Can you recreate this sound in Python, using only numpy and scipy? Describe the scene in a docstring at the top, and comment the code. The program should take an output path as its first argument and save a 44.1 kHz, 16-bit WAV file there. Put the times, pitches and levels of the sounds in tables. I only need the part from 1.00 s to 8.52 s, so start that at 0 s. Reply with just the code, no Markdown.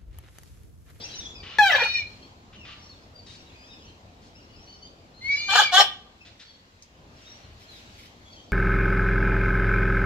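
"""Parrots in an outdoor aviary in the early morning, heard by two microphones.
Distant birds chirp and rasp from the start, over a low town rumble and the blur of a far flock.
A near parrot gives a falling squawk with a two-voiced whistle; later another whistle leads into two
harsh squawks. Roof, walls and close beams throw these back. Then a macaw shuffles and clicks on its perch.
Voices are summed harmonics and sines; rasps, shuffles and background are shaped noise."""
import sys
import numpy as np
from scipy import signal
from scipy.fft import rfft, irfft
from scipy.io import wavfile
from scipy.ndimage import uniform_filter1d

SR = 44100
rng = np.random.default_rng(int(sys.argv[2]) if len(sys.argv) > 2 else 0)


def store_pcm(level_fs):
    """Save levels as 16-bit WAV."""
    pcm = np.round(np.clip(level_fs, -1, 1) * 32767).astype(np.int16)
    wavfile.write(sys.argv[1], SR, np.atleast_2d(pcm).T)


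N = 331632
TIME = np.arange(N) / SR  # seconds
EDGE_HZ = 15750  # upper limit of the voices' harmonics and of the recorder

# colour of the far flock, also used for the air in the whistles: hz, level_db
FLOCK_SPECTRUM = [(700, -15), (1400, 0.5), (2500, 0), (4200, -1), (6000, -7), (7600, -10), (8600, -24.5),
                  (10500, -20.5), (15500, -24.5)]
# bouts of the far flock: middle_s, half_length_s, note_count, note_level_db, blur_level_db (before the mix)
FLOCK_BOUTS = [(.08, .17, 15, -50, -50.5), (1.118, .17, 4, -64, -57), (1.876, 0.15, 6, -63, -61),
               (2.581, 0.32, 24, -61, -59.5), (3.599, 0.27, 16, -63, -65), (6.296, .14, 9, -62, -55.5),
               (6.85, 0.24, 7, -62.5, -54), (7.35, 0.13, 5, -63.5, -59)]


def falling_squawk():
    """A pop and a nearly clean note that sags, then breaks: its pitch collapses and the membranes turn rough."""
    # strength of the voice, before its gain: time_s, effort_db
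    effort_curve = [(0.59, -13.5), (0.606, -18), (0.682, -19), (0.688, -21.5), (0.754, -16.5), (0.772, -31),
                    (0.786, -25), (0.842, -26.5), (0.88, -40)]
    # throat and beak: hz, level_db
    throat_spectrum = [(200, -41.5), (390, -21.5), (520, -7.5), (820, 1), (1200, -10), (1720, 1.5),
                       (2200, -12.5), (3100, -10.5), (4200, -16.5), (5000, -24.5), (7500, -37),
                       (9000, -48.5), (10500, -48), (15500, -45.5)]
    # the air pulse as the syrinx snaps open: hz, level_db
    pop_spectrum = [(60, -8.5), (300, -0.5), (1500, -4), (4000, -13), (9000, -27.5), (15500, -31.5)]
    start_s, break_s, collapse_s, tear_s = .5853, .686, .068, .075
    start_hz, sag_hz_per_s, collapsed_hz = 862.4, 1020, 425
    clean_rough, broken_rough = .08, .75  # 0-1
    clean_bright_db, broken_bright_db = 1.5, -2  # tilt in dB per octave
    gain_db, pop_db = -1.5, -15.5

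    s = start_s + span(effort_curve[-1][0] - start_s)
    since_break = np.maximum(s - break_s, 0)
    held_hz = start_hz - sag_hz_per_s * (np.minimum(s, break_s) - start_s)
    hz = collapsed_hz + (held_hz - collapsed_hz) * np.exp(-since_break / collapse_s)
    torn = 1 - np.exp(-since_break / tear_s)
    rough = clean_rough + (broken_rough - clean_rough) * torn
    bright_db = clean_bright_db + (broken_bright_db - clean_bright_db) * torn
    voice = squawk(gain_db + follow(effort_curve, s), hz, rough, bright_db,
                   lambda x: colour(x, throat_spectrum),
                   jitter=0.0606, jitter_hz=91.7, tear_db=12, breath=0.43, doubling=0.48, thin_db=22)
    pop = colour(signal.unit_impulse(512), pop_spectrum)
    out = np.zeros(N)
    add(out, start_s, voice)
    add(out, start_s, amp(pop_db) * pop / abs(pop).max())
    return out


def harsh_squawks():
    """Rough voices that swell with a bend in pitch, shudder, and fray and dull as they let go."""
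    # the squawks: start_s, swell_s, hold_s, release_s, effort_db, pitch_hz, bend_hz (in the swell),
    # roughness (0-1), shudder_db
    squawk_table = [(4.478, .102, .028, .04, -15, 399.6, 88, .36, 3.5),
                    (4.712, .057, 0.041, .024, -13.5, 396.3, -40, 0.16, 1)]
    # throat resonances: hz, width_hz, level_db
    throat_modes = [(575, 130, -4), (749, 110, 2), (1200, 110, 3), (1570, 140, 1.5), (3134, 170, 0),
                    (3408, 120, 1.5), (4065, 310, -7), (5340, 240, -16.5), (6667, 210, -17),
                    (7570, 280, -24), (10040, 600, -31), (12600, 1300, -38.5), (14300, 600, -39.5)]
    # antiresonances of the beak: hz, width_hz
    beak_notches = [(300, 430), (2050, 240), (2600, 120), (4600, 230), (9200, 1300)]
    attack_s, swell_db, release_db = 0.014, 12, 21.5
    bend_lead_s, bend_width_s = .029, .022  # the pitch bends just before the swell ends
    shudder_hz, slip_per_db = 27.92, .012  # slip: share of the pitch per dB of shudder
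    release_rough, start_bright_db, dulling_db = .7, 1.7, 1.75  # brightness in dB per octave

    out = np.zeros(N)
    for s, swell, hold, release, db, pitch_hz, bend_hz, rough, shudder_db in squawk_table:
        t = span(swell + hold + release)
        shut = 1 - ramp(t, attack_s) + ramp(t - swell - hold, release)
        shudder = shudder_db * np.tanh(wander(len(t), shudder_hz))
        effort_db = db - swell_db * (1 - ramp(t, swell)) - release_db * shut + shudder
        bend = bend_hz * np.exp(-((t - swell + bend_lead_s) / bend_width_s) ** 2)
        hz = (pitch_hz + bend) * (1 + slip_per_db * shudder)
        frayed = ramp(t - swell, hold) ** 2
        voice = squawk(effort_db, hz, rough + (release_rough - rough) * frayed,
                       start_bright_db - dulling_db * frayed,
                       lambda x: formants(x, throat_modes, beak_notches),
                       jitter=.075, jitter_hz=79.5, tear_db=8.5, breath=0.16, doubling=2.0, thin_db=-2)
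        add(out, s, voice)
    return out


def squawk(effort_db, hz, rough, bright_db, throat, jitter, jitter_hz, tear_db, breath, doubling, thin_db,
           count=41):
    """With roughness the membranes slip in pitch, double their period and let air through."""
    n, rough = len(hz), np.clip(rough, 0, 1)
    turns = np.cumsum(hz * (1 + jitter * rough * wander(n, jitter_hz))) / SR
    tone = np.zeros(n)
    for k in range(1, count):
        harmonic_db = bright_db * np.log2(k)
        harmonic_db += tear_db * np.sqrt(rough) * wander(n, 49)  # every harmonic flutters on its own
        harmonic_db -= thin_db * rough * (k == 1)  # roughness changes the fundamental alone
        wave = np.cos(2 * np.pi * k * turns + k * k / 2)  # the membrane wave smears each pulse
        tone += wave * (k * hz < EDGE_HZ) * amp(harmonic_db)
    every_other_cycle = np.cos(np.pi * turns)
    tone = unit(tone) * (1 + doubling * rough * wander(n, 51) * every_other_cycle)
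    # air escapes once a cycle
    puffs = unit((0.56 + np.exp(-(turns % 1) / 0.63)) * rng.standard_normal(n))
    voice = throat(tone + breath * rough * puffs)
    voice /= np.sqrt(uniform_filter1d(voice ** 2, size=600) + 1e-12)  # even level, so effort alone sets it
    return amp(effort_db) * voice


def whistles(waver=0.005, drift=.003, air_db=-27, fade_db=3, fundamental_db=-3):
    """The two sides of the syrinx sing different pitches and make sum and difference tones that come and go."""
    # the whistles: start_s, length_s, first_hz, top_hz, overtone_level_db (before the mix),
    # lower_voice_joins_s (about half grown)
    whistle_table = [(.76, .27, 2397, 2471, -29, 0.0092), (4.205, .505, 2014, 2420, -29.5, .095)]
    # tones of the coupled voices: multiple_of_upper, multiple_of_lower, first_whistle_db, second_whistle_db
    tone_table = [(1, 0, -0.5, 1), (2, 0, -25.5, -11.5), (3, 0, -44, -30.5), (4, 0, -49, -53),
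                  (5, 0, -48, -47.5), (0, 1, -19.5, -27), (0, 2, -16, -22.5), (1, 1, -11.5, -14.5),
                  (2, -1, -22.5, -24), (3, -2, -23.5, -32.5), (-1, 2, -57, -35.5), (3, -1, -20, -22.5),
                  (0, 3, -23.5, -46), (1, 2, -27.5, -29), (2, 1, -32, -25)]
    # one curve a whistle for its fundamental, before gains: time_s, level_db
    fundamental_curves = [
        [(0.76, -21), (0.772, -34), (0.824, -22), (0.934, -33), (0.956, -19.5), (0.986, -30), (1.03, -36)],
        [(4.205, -62), (4.215, -50.5), (4.263, -29.5), (4.349, -23), (4.371, -37.5), (4.467, -36.5),
         (4.511, -27.5), (4.627, -40.5), (4.657, -27), (4.71, -37)],
    ]
    climb_s, droop_s, droop_hz = .125, .033, 225  # the upper voice climbs and droops at the end
    gap_hz, gap_at_hz, gap_shrink = 542, 2407, .3  # the lower voice closes in as the pitch rises
    attack_s, release_s, edge_db = .05, .045, 13.5

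    out = np.zeros(N)
    for which, (s, length, first_hz, top_hz, db, joins_s) in enumerate(whistle_table):
        t = span(length)
        n = len(t)
        climb = (first_hz - top_hz) * np.exp(-t / climb_s)
        droop = droop_hz * np.exp((t - length) / droop_s)
        upper_hz = (top_hz + climb - droop) * (1 + drift * wander(n, 18))
        lower_hz = upper_hz - gap_hz + gap_shrink * (upper_hz - gap_at_hz)
        # each side wavers on its own
        upper = 2 * np.pi * np.cumsum(upper_hz * (1 + waver * wander(n, 200))) / SR
        lower = 2 * np.pi * np.cumsum(lower_hz * (1 + waver * wander(n, 200))) / SR
        effort_db = db - edge_db * (1 - ramp(t, attack_s) * ramp(length - t, release_s))
        joined = np.clip((t - joins_s) / .03 + 0.48, .25, 1)  # the lower voice never falls below a quarter
        tone = np.zeros(n)
        for k, (a, b, *tone_db) in enumerate(tone_table):
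            if k == 0:
                level_db = fundamental_db + follow(fundamental_curves[which], s + t)
            else:
                level_db = effort_db + fade_db * wander(n, 7.2)
            wave = np.sin(round(a) * upper + round(b) * lower)
            tone += amp(tone_db[which] + level_db) * wave * (joined if round(b) else 1)
        air = amp(air_db + effort_db) * unit(colour(rng.standard_normal(n), FLOCK_SPECTRUM))
        add(out, s, (np.sqrt(2) * tone + air) * signal.windows.tukey(n, .03))
    return out


def macaw(grain_db=4):
    """Claws and feathers on the perch: grainy noise shuffles and one sharp, fast-dying claw click."""
    # the shuffles: start_s, length_s, level_db (before fades and mix)
    shuffle_table = [(5.72, 0.08, -80), (6.58, 0.084, -61), (6.671, 0.17, -59.5), (6.936, 0.17, -57)]
    # feathers on wood: hz, level_db
    feather_spectrum = [(500, -31), (2200, 10), (5000, 6.5), (7500, -4), (9000, -6), (14000, -10),
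                        (16000, -18)]
    # the claw click: hz, level_db
    claw_spectrum = [(1000, -25), (3000, -11), (6000, 8), (7500, -4), (9000, -16), (15000, -30.5)]
    click_s, click_db, click_t60_s = 5.823, -41.5, 0.021

    out = np.zeros(N)
    for s, length, db in shuffle_table:
        n = int(length * SR)
        grains = rng.standard_normal(n) * amp(grain_db * wander(n, 310))
        add(out, s, amp(db) * unit(colour(grains, feather_spectrum)) * signal.windows.tukey(n, .7))
    t = TIME[:SR // 10]
    click = unit(colour(rng.standard_normal(len(t)), claw_spectrum))
    add(out, click_s, amp(click_db) * click * np.exp(-np.log(1000) * t / click_t60_s))
    return out


def chirps(low_hz=2600, high_hz=5900, glide=0.24, shortest_s=.022, spread_s=.04):
    """Distant parrots: gliding clear notes, and bouts of faint twitter at random times and pitches."""
    # the clear notes: start_s, length_s, level_db (before the mix), strongest_harmonic_hz, glide_octaves,
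    # harmonic_number (of the strongest)
    note_table = [(0, 0.048, -51, 3800, -0.44, 1), (.031, 0.039, -38.5, 5750, 0.34, 1),
                  (.1, .07, -47.5, 3960, .13, 1), (.145, 0.066, -41, 6050, -.1, 1),
                  (.181, 0.1, -45.5, 3600, -0.23, 2), (.25, .07, -44.5, 3460, .05, 1),
                  (0.333, .095, -48, 4940, -0.25, 2), (1.064, .025, -45, 4200, .05, 1),
                  (1.21, 0.08, -56.5, 4450, 0.056, 4), (1.525, 0.17, -53, 2760, -0.58, 1),
                  (1.66, 0.076, -54, 1180, .02, 1), (1.787, 0.13, -57, 5500, 0.046, 5),
                  (1.888, 0.057, -51.5, 4320, -.06, 1), (2.14, 0.082, -51.5, 4680, -0.038, 1),
                  (2.255, 0.08, -53.5, 3780, -0.05, 1), (2.47, 0.37, -62, 2553, 0.11, 1),
                  (2.55, 0.26, -57.5, 5020, 0.12, 1), (2.685, 0.11, -56.5, 3650, -0.16, 1),
                  (3.34, 0.059, -57.5, 5450, 0.29, 2), (3.512, 0.17, -59.5, 5360, 0.48, 1),
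                  (3.663, .11, -52.5, 4500, .03, 3), (3.815, 0.067, -49, 4680, .07, 3),
                  (4.127, 0.11, -57.5, 4190, .07, 1), (5.198, 0.051, -53, 2620, -0.052, 1),
                  (5.424, 0.157, -56.5, 4460, -.01, 4), (6.237, 0.096, -55.5, 3790, 0.084, 1),
                  (6.234, 0.13, -54.5, 5690, -.04, 1), (6.656, .15, -54, 3950, -0.32, 1),
                  (7.246, .07, -57, 3360, 0.013, 1), (7.29, 0.097, -54.5, 4490, -0.026, 4),
                  (7.338, .082, -55.5, 3160, -.13, 1)]
    out = np.zeros(N)
    for s, length, db, *shape in note_table:
        add(out, s, amp(db) * chirp(length, *shape))
    for middle, half, notes, db, _ in FLOCK_BOUTS:
        for when, size, height, slope in rng.random((round(notes), 4)):
            pitch_hz = low_hz * (high_hz / low_hz) ** height
            note = chirp(shortest_s + spread_s * size, pitch_hz, glide * (2 * slope - 1), 1)
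            add(out, middle + half * (2 * when - 1), amp(db) * note)
    return out


def chirp(length, middle_hz, glide, harmonic, waver=.013, flutter_db=4, below_db=-5, above_db=-12):
    """One short arched glide, hoarse and fluttering: a strong harmonic and its neighbours in the throat's band."""
    arch_octaves = .035  # both ends sag by this
    throat_low_hz, throat_high_hz = 2300, 7000
    u = np.linspace(-.5, .5, int(length * SR))
    k = max(round(harmonic), 1)
    hz = middle_hz * 2 ** (glide * u - arch_octaves * (2 * u) ** 2) * (1 + waver * wander(len(u), 130))
    phase = 2 * np.pi * np.cumsum(hz) / SR
    note = np.sin(phase)
    for ratio, db in ((1 - 1 / k, below_db), (1 + 1 / k, above_db)):
        passes = throat_low_hz < ratio * middle_hz < throat_high_hz
        note += amp(db) * np.sin(ratio * phase) * passes
    return unit(note * amp(flutter_db * wander(len(u), 45)) * signal.windows.tukey(len(u), .5))


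def rasps(rattle_hz=130, rattle_db=0.5, ring_db=-3):
    """Distant screeches: rattling air through a small throat that rings just above its centre."""
    # the screeches: start_s, length_s, level_db (before ramps and mix), centre_hz
    rasp_table = [(0, 0.26, -49, 3700), (0.426, .17, -41.5, 2680), (1.524, 0.06, -50.5, 2550),
                  (1.645, .11, -44, 2760), (2.258, 0.12, -49.5, 3900), (3.214, 0.095, -58.5, 4100),
                  (5.247, 0.058, -48, 3250), (5.391, 0.054, -45, 3360), (6.171, 0.38, -60, 2570)]
    # the throat's spectrum: octaves_from_centre, level_db
    rasp_spectrum = [(-2.8, -31.5), (-0.065, -6), (-1.4, -6.5), (0.43, -5), (1.1, -19.5), (0.32, -3.5),
                     (1.28, -24), (1.7, -57)]
    attack_s, release_s = 0.0082, .025
    out = np.zeros(N)
    for s, length, db, hz in rasp_table:
        n = int(length * SR)
        t = TIME[:n]
        air = rng.standard_normal(n) * amp(rattle_db * wander(n, rattle_hz))
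        voice = colour(air, [(hz * 2 ** octave, gain) for octave, gain in rasp_spectrum])
        voice += formants(voice, [(hz * 1.08, 250, ring_db)], [])
        add(out, s, amp(db) * unit(voice) * ramp(t, attack_s) * ramp(length - t, release_s))
    return out


def background():
    """Town rumble below; above, the blur of the far flock swells with each bout."""
    # town rumble: hz, level_db (per Hz)
    rumble_spectrum = [(15, -35.5), (28, -16.5), (50, -2.5), (85, 1.5), (130, -7.5), (240, -7), (370, -12),
                       (700, -13.5), (1100, -17.5), (1600, -25.5), (2500, -54)]
    # its level, before its gain: time_s, level_db
    rumble_curve = [(0.0, -46), (0.04, -50), (1.3, -52), (1.36, -53.5), (4.59, -53.5), (5.86, -61.5),
                    (5.99, -54.5), (7.52, -55)]
    rumble_gain_db, flock_db = 2, -61  # flock_db: the blur between bouts
    rumble = wash(rumble_spectrum, patchy_db=1.5, pan_db=1.3)
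    rumble = rumble * amp(rumble_gain_db + follow(rumble_curve, TIME))
    swell_power = sum(amp(db) ** 2 * np.exp(-((TIME - middle) / half) ** 2)
                      for middle, half, _, _, db in FLOCK_BOUTS)
    blur = wash(FLOCK_SPECTRUM, patchy_db=1.6, pan_db=0.8)
    return rumble + blur * np.sqrt(amp(flock_db) ** 2 + swell_power)


def wash(spectrum, patchy_db, pan_db, size=2048):
    """Far-off noise with drifting patches, alike at both microphones in the bass."""
    # left-right likeness of the far noise: hz, likeness (-1 to 1)
    likeness = [(60, 0.99), (130, 0.93), (290, 0.92), (640, 0.6), (1410, -0.68), (3100, 0.1), (6820, -0.07),
                (15000, -0.34)]
    hz, frames = np.fft.rfftfreq(size, 1 / SR), N // (size // 4) + 5
    a, b, c, d, patches = rng.standard_normal((frames, len(hz), 5)).T
    patches = uniform_filter1d(patches, size=14, axis=0)  # across frequency
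    patches = unit(uniform_filter1d(patches, size=7, axis=1))  # across time
    same = np.clip(read(likeness, hz), -1, 1)[:, None]
    left = a + 1j * b
    z = np.array([left, same * left + np.sqrt(1 - same ** 2) * (c + 1j * d)])
    z *= amp(read(spectrum, hz)[:, None] + patchy_db * patches)
    noise = signal.istft(z, nperseg=size, noverlap=size * 3 // 4)[1][:, :N]
    return unit(noise) * amp([[pan_db / 2], [-pan_db / 2]])


def reverb(x, t60s, build_s):
    """Sparse reflections, alike at both microphones in the bass, each band dying at its own speed."""
    # left-right likeness of reflections: hz, likeness (-1 to 1)
    likeness = [(100, 1), (700, 0.87), (1400, 0.2), (2400, 0.55), (3200, -0.64), (5000, 0), (15000, 1)]
    taps = rng.standard_normal((2, SR)) * (rng.random((2, SR)) < 6000 / SR)  # about 6000 a second
    hz, t, z = signal.stft(taps, SR, nperseg=256)
    same = np.clip(read(likeness, hz), -1, 1)[:, None]
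    z = np.array([z[0], same * z[0] + np.sqrt(1 - same ** 2) * z[1]])
    decay = amp(-60 * t / read(t60s, hz)[:, None])
    tail = signal.istft(z * decay, SR, nperseg=256)[1][:, :SR]
    tail *= 1 - np.exp(-(TIME[:SR] / build_s) ** 2)
    tail = tail / np.linalg.norm(tail, axis=1, keepdims=True)
    return signal.fftconvolve(x[None], tail, axes=1)[:, :N]


def ears(x, lag_s, pan_db):
    """The direct sound reaches the right microphone lag_s after the left, and pan_db weaker."""
    hz = np.fft.rfftfreq(N, 1 / SR)
    right = irfft(rfft(x) * np.exp(-2j * np.pi * hz * lag_s), N)
    return np.array([x * amp(pan_db / 2), right * amp(-pan_db / 2)])


def formants(x, modes, notches):
    """Ringing resonances, each applied twice, then dark gaps cut by antiresonances."""
    out = np.zeros(len(x))
    for hz, width, db in modes:
        b, a = signal.iirpeak(hz, hz / (2 * width), SR)
        out += amp(db) * signal.lfilter(b, a, signal.lfilter(b, a, x))
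    for hz, width in notches:
        out = signal.lfilter(*signal.iirnotch(hz, hz / width, SR), out)
    return out


def colour(x, points, size=1024):
    """Causal (minimum-phase) filter with the given spectrum."""
    log_gain = np.log(amp(read(points, abs(np.fft.fftfreq(size, 1 / SR)))))
    taps = np.fft.ifft(np.exp(np.conj(signal.hilbert(log_gain)))).real
    return signal.fftconvolve(x, taps[:size // 2])[:len(x)]


def wander(n, hz):
    """Smooth chance of rms about 1, up to about hz."""
    f = np.fft.rfftfreq(n + 4096, 1 / SR)
    smooth = rfft(rng.standard_normal(n + 4096)) * np.exp(-.5 * (f / hz) ** 2)
    return unit(irfft(smooth)[:n])


def amp(db):
    """Decibels to gain."""
    return 10 ** (np.asarray(db) / 20)


def unit(x):
    """Scales to rms 1."""
    return x / np.sqrt(np.mean(x ** 2) + 1e-20)


def read(points, hz):
    """Reads a table of values against frequency on a log-frequency axis."""
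    f, value = np.transpose(points)
    return np.interp(np.log(hz + 1), np.log(f + 1), value)


def follow(points, t):
    """A level curve at the times t."""
    return np.interp(t, *np.transpose(points))


def span(length):
    """Seconds since the start, sample by sample."""
    return np.arange(0, length, 1 / SR)


def ramp(t, length):
    """Rises from 0 to 1 over the given length."""
    return np.clip(t / length, 0, 1)


def add(mix, s, sound):
    """Mixes a sound in at time s."""
    part = mix[..., max(round(s * SR), 0):][..., :sound.shape[-1]]
    part += sound[..., :part.shape[-1]]


def scene():
    """Near birds ring in the aviary; far ones arrive directly and by way of the yard."""
    # close beams and panels: hz, t60_s
    cage_decay = [(200, 0.028), (1500, 0.09), (5000, 0.075), (14000, 0.0089)]
    # the aviary's reflections: hz, t60_s
    aviary_decay = [(200, .18), (800, 0.24), (1600, 0.26), (3000, 0.33), (7000, 0.15), (14000, .23)]
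    # the yard's reflections: hz, t60_s
    yard_decay = [(200, .35), (900, 0.76), (2400, 0.56), (4000, 0.61), (8000, 0.38), (14000, 0.18)]
    # echoes from roof and walls: delay_s, left_gain, right_gain
    echo_table = [(.0052, 0.14, 0.13), (.0095, -0.09, 0.31), (0.021, .25, -.18), (.037, 0.14, 0.096)]
    # mesh walls let the low notes out: hz, reflected_db
    wall_spectrum = [(500, -4), (1400, -2.5), (2800, 1.5), (14000, 3)]

    falling, harsh = falling_squawk(), harsh_squawks()
    small = whistles() + macaw()
    near = falling + harsh + small
    out = ears(falling, lag_s=.00002, pan_db=2.5) + ears(small, lag_s=.00008, pan_db=0.0)
    out += amp(0.5) * ears(harsh, lag_s=-.00005, pan_db=2)

    # beams scatter the treble most
    scattered = colour(harsh, [(600, -15.0), (1500, -10), (3000, -2.5), (14000, -1)])
    out += amp(-0.5) * reverb(scattered, cage_decay, build_s=0.00042)
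    out += amp(-5) * reverb(falling + small, cage_decay, build_s=0.00036)
    for delay, left, right in echo_table:
        add(out, delay, np.outer([left, right], near))
    reflected = colour(near, wall_spectrum)
    out += amp(-4.0) * reverb(reflected, aviary_decay, build_s=0.0034)
    out += amp(-29.0) * reverb(reflected, yard_decay, build_s=0.065)

    notes, screeches = chirps(), rasps()
    out += amp(-1.5) * ears(notes, lag_s=0.0002455, pan_db=3.0)
    out += amp(-3.5) * ears(screeches, lag_s=.00004, pan_db=3.0)
    out += amp(-7.0) * reverb(notes + screeches, yard_decay, build_s=0.0055)
    return out + background()


def record(dry):
    """The loudest peaks are rounded off; then the recorder's band limit."""
    rounded = dry / (1 + (dry / .95) ** 8) ** (1 / 8)
    low_pass = signal.firwin(511, EDGE_HZ, window=("kaiser", 9), fs=SR)
    return signal.oaconvolve(rounded, low_pass[None], "same")


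dry = scene()
out = record(dry)
store_pcm(out)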